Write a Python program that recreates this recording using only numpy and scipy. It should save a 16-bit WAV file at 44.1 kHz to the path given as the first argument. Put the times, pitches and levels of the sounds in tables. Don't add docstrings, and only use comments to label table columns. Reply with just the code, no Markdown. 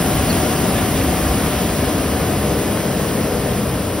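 import sys
import numpy as np
from scipy import signal
from scipy.fft import rfft, irfft, next_fast_len
from scipy.io import wavfile
from scipy.ndimage import uniform_filter1d, map_coordinates

SR = 44100
rng = np.random.default_rng(int(sys.argv[2]) if len(sys.argv) > 2 else 0)


def master_out(mix):
    frames = np.transpose(np.atleast_2d(mix))
    ceiling = np.clip(frames, -1, 1)
    pcm = np.round(ceiling * 32767).astype(np.int16)
    wavfile.write(sys.argv[1], SR, pcm)


N = 176400


def fan(level_db, trim_db=-.4):
    # freq_hz, relative_db
    side_eq = [(60, -30), (100, -6.5), (135, -1.2), (180, -.3), (235, -2), (275, -5.5), (315, -2.4),
               (380, -6.5), (440, -9), (480, -7.5), (520, -11), (600, -7), (670, -11), (745, -7),
               (820, -17), (1100, -21), (1500, -45)]
    rear_eq = [(60, -30), (100, -4.5), (130, 0), (165, -3.5), (210, 1), (260, -5), (310, -3.5), (370, -9.5),
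               (410, -7.5), (440, -7.7), (495, -4), (550, -7.5), (610, -7.3), (680, -12), (780, -15),
               (1100, -21), (1500, -45)]
    return amp(level_db + trim_db) * turning(rush(side_eq, patchy_db=.6), rush(rear_eq, patchy_db=.6))


def diesel(shaft_hz=29.61, rumble_trim_db=-.3, orders_db=-37.5):
    # time_s, level_db
    rumble_fader = [(0, -33), (.15, -22), (.33, -24.5), (.44, -30), (.53, -26.5), (.63, -30), (.8, -25),
                    (.98, -23), (1.18, -26.5), (1.29, -21), (1.42, -26.5), (2.0, -25.7), (2.52, -25.5),
                    (2.66, -30.5), (3.14, -30), (3.45, -27.5), (4, -28.5)]
    # freq_hz, relative_db
    rumble_eq = [(20, -42), (30, -30), (40, -9.5), (50, -5.5), (66, .2), (85, -.6), (105, -5), (140, -21),
                 (250, -58)]
    # shaft_multiple, relative_db
    orders = [(6, -1), (10, 0.5), (16, -4), (20, -6), (25, -9)]
    shaft = spin(shaft_hz, drift=.003)
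    level_db, = curves(rumble_fader)
    rumble = rush(rumble_eq, patchy_db=.5)
    power = uniform_filter1d(np.mean(rumble ** 2, axis=0), size=SR // 4)
    rumble /= np.sqrt(np.abs(power) + 1e-9)
    drone = sum(amp(db) * tone(multiple * shaft) for multiple, db in orders)
    return amp(level_db + rumble_trim_db) * rumble + amp(orders_db) * drone


def hums():
    # [(time_s, level_db), ...]
    voices = [(70, [(0, -36), (.17, -26), (.33, -29), (.5, -41), (.65, -41), (.8, -29), (1.0, -27),
              (1.3, -29), (1.5, -42), (2.4, -38), (2.8, -52), (4, -46)]), (130.5, [(0, -46), (2.6, -40),
              (3.4, -31.5), (4, -35)]), (262.5, [(0, -27), (.25, -27.5), (.65, -34), (1.05, -25.5),
              (1.5, -34), (2.05, -29.5), (2.25, -40), (4, -43)]), (408.5, [(0, -41), (.75, -35.5),
              (1.33, -48), (1.6, -36.5), (2.3, -32.5), (3.1, -31.2), (3.45, -35), (3.8, -42)]),
              (608.5, [(0, -34.5), (.6, -42), (1.15, -36), (1.6, -41), (2.6, -45), (4, -52)]),
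              (738.5, [(0, -43), (.25, -40), (.4, -29), (.52, -38), (.8, -48), (1.0, -36), (1.2, -32.5),
              (1.5, -46), (1.75, -39), (2.2, -50), (3.15, -45), (4, -60)]), (984, [(0, -49), (1.4, -44),
              (4, -55)])]
    return sum(amp(curves(fader)[0]) * tone(spin(hz, drift=.004)) for hz, fader in voices)


def broom(level_db, trim_db=-.1, ticks_per_s=1800, tick_db=-7.5, tick_spread_db=2.5):
    # freq_hz, relative_db
    side_eq = [(600, -33), (900, -4.5), (1050, -0.5), (1500, -3.3), (1900, -4.7), (2300, -6.2),
               (2800, -5.5), (3250, -7.6), (3700, -10), (5000, -15), (8000, -29.5), (16000, -47)]
    rear_eq = [(600, -33), (900, -5), (1050, -1), (1400, -2.8), (1750, -3.3), (2300, -7.6), (2800, -7.2),
               (3350, -8), (3700, -10.8), (5000, -15), (8000, -29.5), (16000, -47)]
    flicks = rng.random((2, N)) < ticks_per_s / SR
    ticks = flicks * rng.standard_normal((2, N))
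    ticks *= amp(tick_spread_db * rng.standard_normal((2, N)))
    brushing = turning(rush(side_eq, patchy_db=.9), rush(rear_eq, patchy_db=.9))
    scratch = brushing + amp(tick_db) * spread(ticks, side_eq)
    return amp(level_db + trim_db + .25 * wobble(26)) * unit(reflections(scratch))


def rasps():
    # time_s, peak_db, half_length_s
    bites = [(.44, -36, .05), (.78, -33, .05), (1.0, -37, .07), (1.5, -36, .05)]
    # freq_hz, relative_db
    rasp_eq = [(1000, -30), (1700, 0), (2400, -4), (3300, -2), (4500, -18), (8000, -45)]
    return sum(swell(*bite) for bite in bites) * rush(rasp_eq, patchy_db=2)


def squeaks(slips_per_s=150, roughness_rad=.5):
    # time_s, pitch_hz, peak_db, half_length_s
    catches = [(.307, 4555, -24.5, .008), (.309, 4330, -29, .016), (.775, 1720, -31, .03)]
    sound = np.zeros(N)
    for time_s, pitch_hz, peak_db, half_length_s in catches:
        phase = spin(pitch_hz, drift=.004) + roughness_rad * wobble(slips_per_s)
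        sound += swell(time_s, peak_db, half_length_s) * np.sin(phase)
    return sound


def hiss(level_db, trim_db=5.6):
    # freq_hz, relative_db
    spray_eq = [(2500, -28), (4200, -5.7), (5100, -2.8), (6200, -2.8), (7400, -1.6), (8700, .5),
                (11000, -.1), (13500, -1.6), (15600, -2.3)]
    return amp(level_db + trim_db + .2 * wobble(30)) * rush(spray_eq, patchy_db=1.0)


def rings():
    # pitch_hz, facing_s, peak_db, fall_db_per_s, half_width_hz
    resonances = [(474, 2.2, -35.5, 3, 14), (750, .7, -40, 4.5, 22), (1110, 1, -48.5, 2.5, 10),
                  (1573, 1.5, -50, 2, 14), (2900, .7, -48, 1.4, 280), (5150, .5, -48.5, .7, 260)]
    sound = np.zeros(N)
    for pitch_hz, facing_s, peak_db, fall_db_per_s, half_width_hz in resonances:
        band = filtered(rng.standard_normal(N), lambda hz: 1 / (1 + ((hz - pitch_hz) / half_width_hz) ** 2))
        sound += amp(peak_db - fall_db_per_s * np.abs(clock() - facing_s)) * unit(band)
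    return sound


def reflections(x):
    # delay_s, growth_s_per_s, gain
    paths = [(.0043, -.00012, .12), (.0117, .0001, .18), (.023, .00016, .2), (.041, .00008, .2)]
    t = clock()
    return x + sum(gain * np.array([np.interp(t - delay_s - growth * t, t, side, left=0) for side in x])
                   for delay_s, growth, gain in paths)


def turning(beside, behind, start_s=1.18, end_s=3.6):
    blend = np.clip((clock() - start_s) / (end_s - start_s), 0, 1)
    return np.sqrt(1 - blend) * beside + np.sqrt(blend) * behind


def rush(eq, patchy_db):
    spectra = signal.stft(rng.standard_normal((2, N)), nperseg=512)[2]
    patches = uniform_filter1d(rng.standard_normal(spectra.shape[1:]), size=7, axis=0)
    patches = uniform_filter1d(patches, size=6, axis=1)
    noise = signal.istft(spectra * amp(patchy_db * unit(patches)), nperseg=512)[1]
    return spread(noise[:, :N], eq)


def spread(pair, eq, mono_hz=190):
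    # freq_hz, correlation (capped at 1 below)
    likeness = [(200, .994), (600, .92), (1200, .95), (1800, 1.9), (2500, .78), (3600, .72), (4400, .5),
                (5100, .86), (6100, .66), (6950, .995), (7750, .995), (8700, .73), (10400, .97),
                (12100, .68), (13200, .99), (14000, .99), (15200, .6)]

    def mid_side(hz):
        angle = np.arccos(np.clip(along(likeness, hz), -1, 1)) / 2
        angle *= np.minimum(hz / mono_hz, 1) ** 2
        return amp(along(eq, hz)) * [np.cos(angle), np.sin(angle)]

    mid, side = filtered(pair, mid_side)
    return unit(np.array([mid + side, mid - side]))


def ports(x):
    # freq_hz, left_minus_right_db
    tilt = [(60, 0), (100, .4), (160, 1.5), (270, 2.5), (450, 3.2), (740, 6.3), (1200, 2.7), (1600, 0),
            (2000, -.2), (2700, -1.6), (4200, -1.6), (5500, 0)]
    # freq_hz, left_lead_rad
    lead = [(2000, 0), (2700, .8), (3600, .65), (4400, 1.35), (4900, .15), (5500, .4), (6350, 2.35),
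            (6950, 3.05), (7800, 3.25), (8600, 4.2), (10200, 6.1), (11500, 6.8), (12200, 8.2), (13200, 9.3),
            (14100, 9.55), (14800, 10.9), (15700, 12)]
    sides = np.array([[.5], [-.5]])
    return filtered(x, lambda hz: amp(sides * along(tilt, hz)) * np.exp(1j * sides * along(lead, hz)))


def tone(phase, flutter_db=2.5):
    return np.sqrt(2) * np.sin(phase + 2 * np.pi * rng.random()) * unit(amp(flutter_db * wobble(6)))


def spin(hz, drift):
    return 2 * np.pi * (np.cumsum(hz * (1 + drift * wobble(7))) / SR + rng.random())


def swell(time_s, peak_db, half_length_s):
    return amp(peak_db) * np.exp(-((clock() - time_s) / half_length_s) ** 2)


def wobble(knots_per_s):
    return map_coordinates(rng.standard_normal(400), [clock() * knots_per_s + 2], mode="mirror")


def filtered(x, response):
    size = next_fast_len(N + SR // 2)
    return irfft(rfft(x, size) * response(np.fft.rfftfreq(size, 1 / SR)), size)[..., :N]


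def curves(rows):
    times_s, *columns = np.transpose(rows)
    return [np.interp(clock(), times_s, column) for column in columns]


def along(points, hz):
    freqs_hz, values = np.transpose(points)
    return np.interp(np.log(hz + 1), np.log(freqs_hz + 1), values)


def clock():
    return np.arange(N) / SR


def amp(db):
    return 10 ** (np.asarray(db) / 20)


def unit(x):
    return x / np.sqrt(np.mean(x ** 2) + 1e-20)


def scene():
    # time_s, fan_db, broom_db, hiss_db
    faders = [(0, -18.6, -27.3, -30.3), (.3, -18.2, -27, -30.4), (.9, -19.4, -27.5, -31.3),
              (1.25, -19, -27.7, -31.2), (1.6, -20, -27.4, -32.5), (2.3, -19.8, -29, -33.6),
              (3.3, -19.4, -30.5, -34.7), (3.65, -20.8, -30.8, -35.5), (4, -22.3, -32.3, -36.7)]
    fan_db, broom_db, hiss_db = curves(faders)
    machinery = diesel() + hums() + fan(fan_db) + rings()
    sweeping = broom(broom_db) + rasps() + squeaks() + hiss(hiss_db)
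    return ports(machinery + sweeping)


def record(dry, top_hz=15750):
    return filtered(dry, lambda hz: hz < top_hz)


dry = scene()
out = record(dry)
master_out(out)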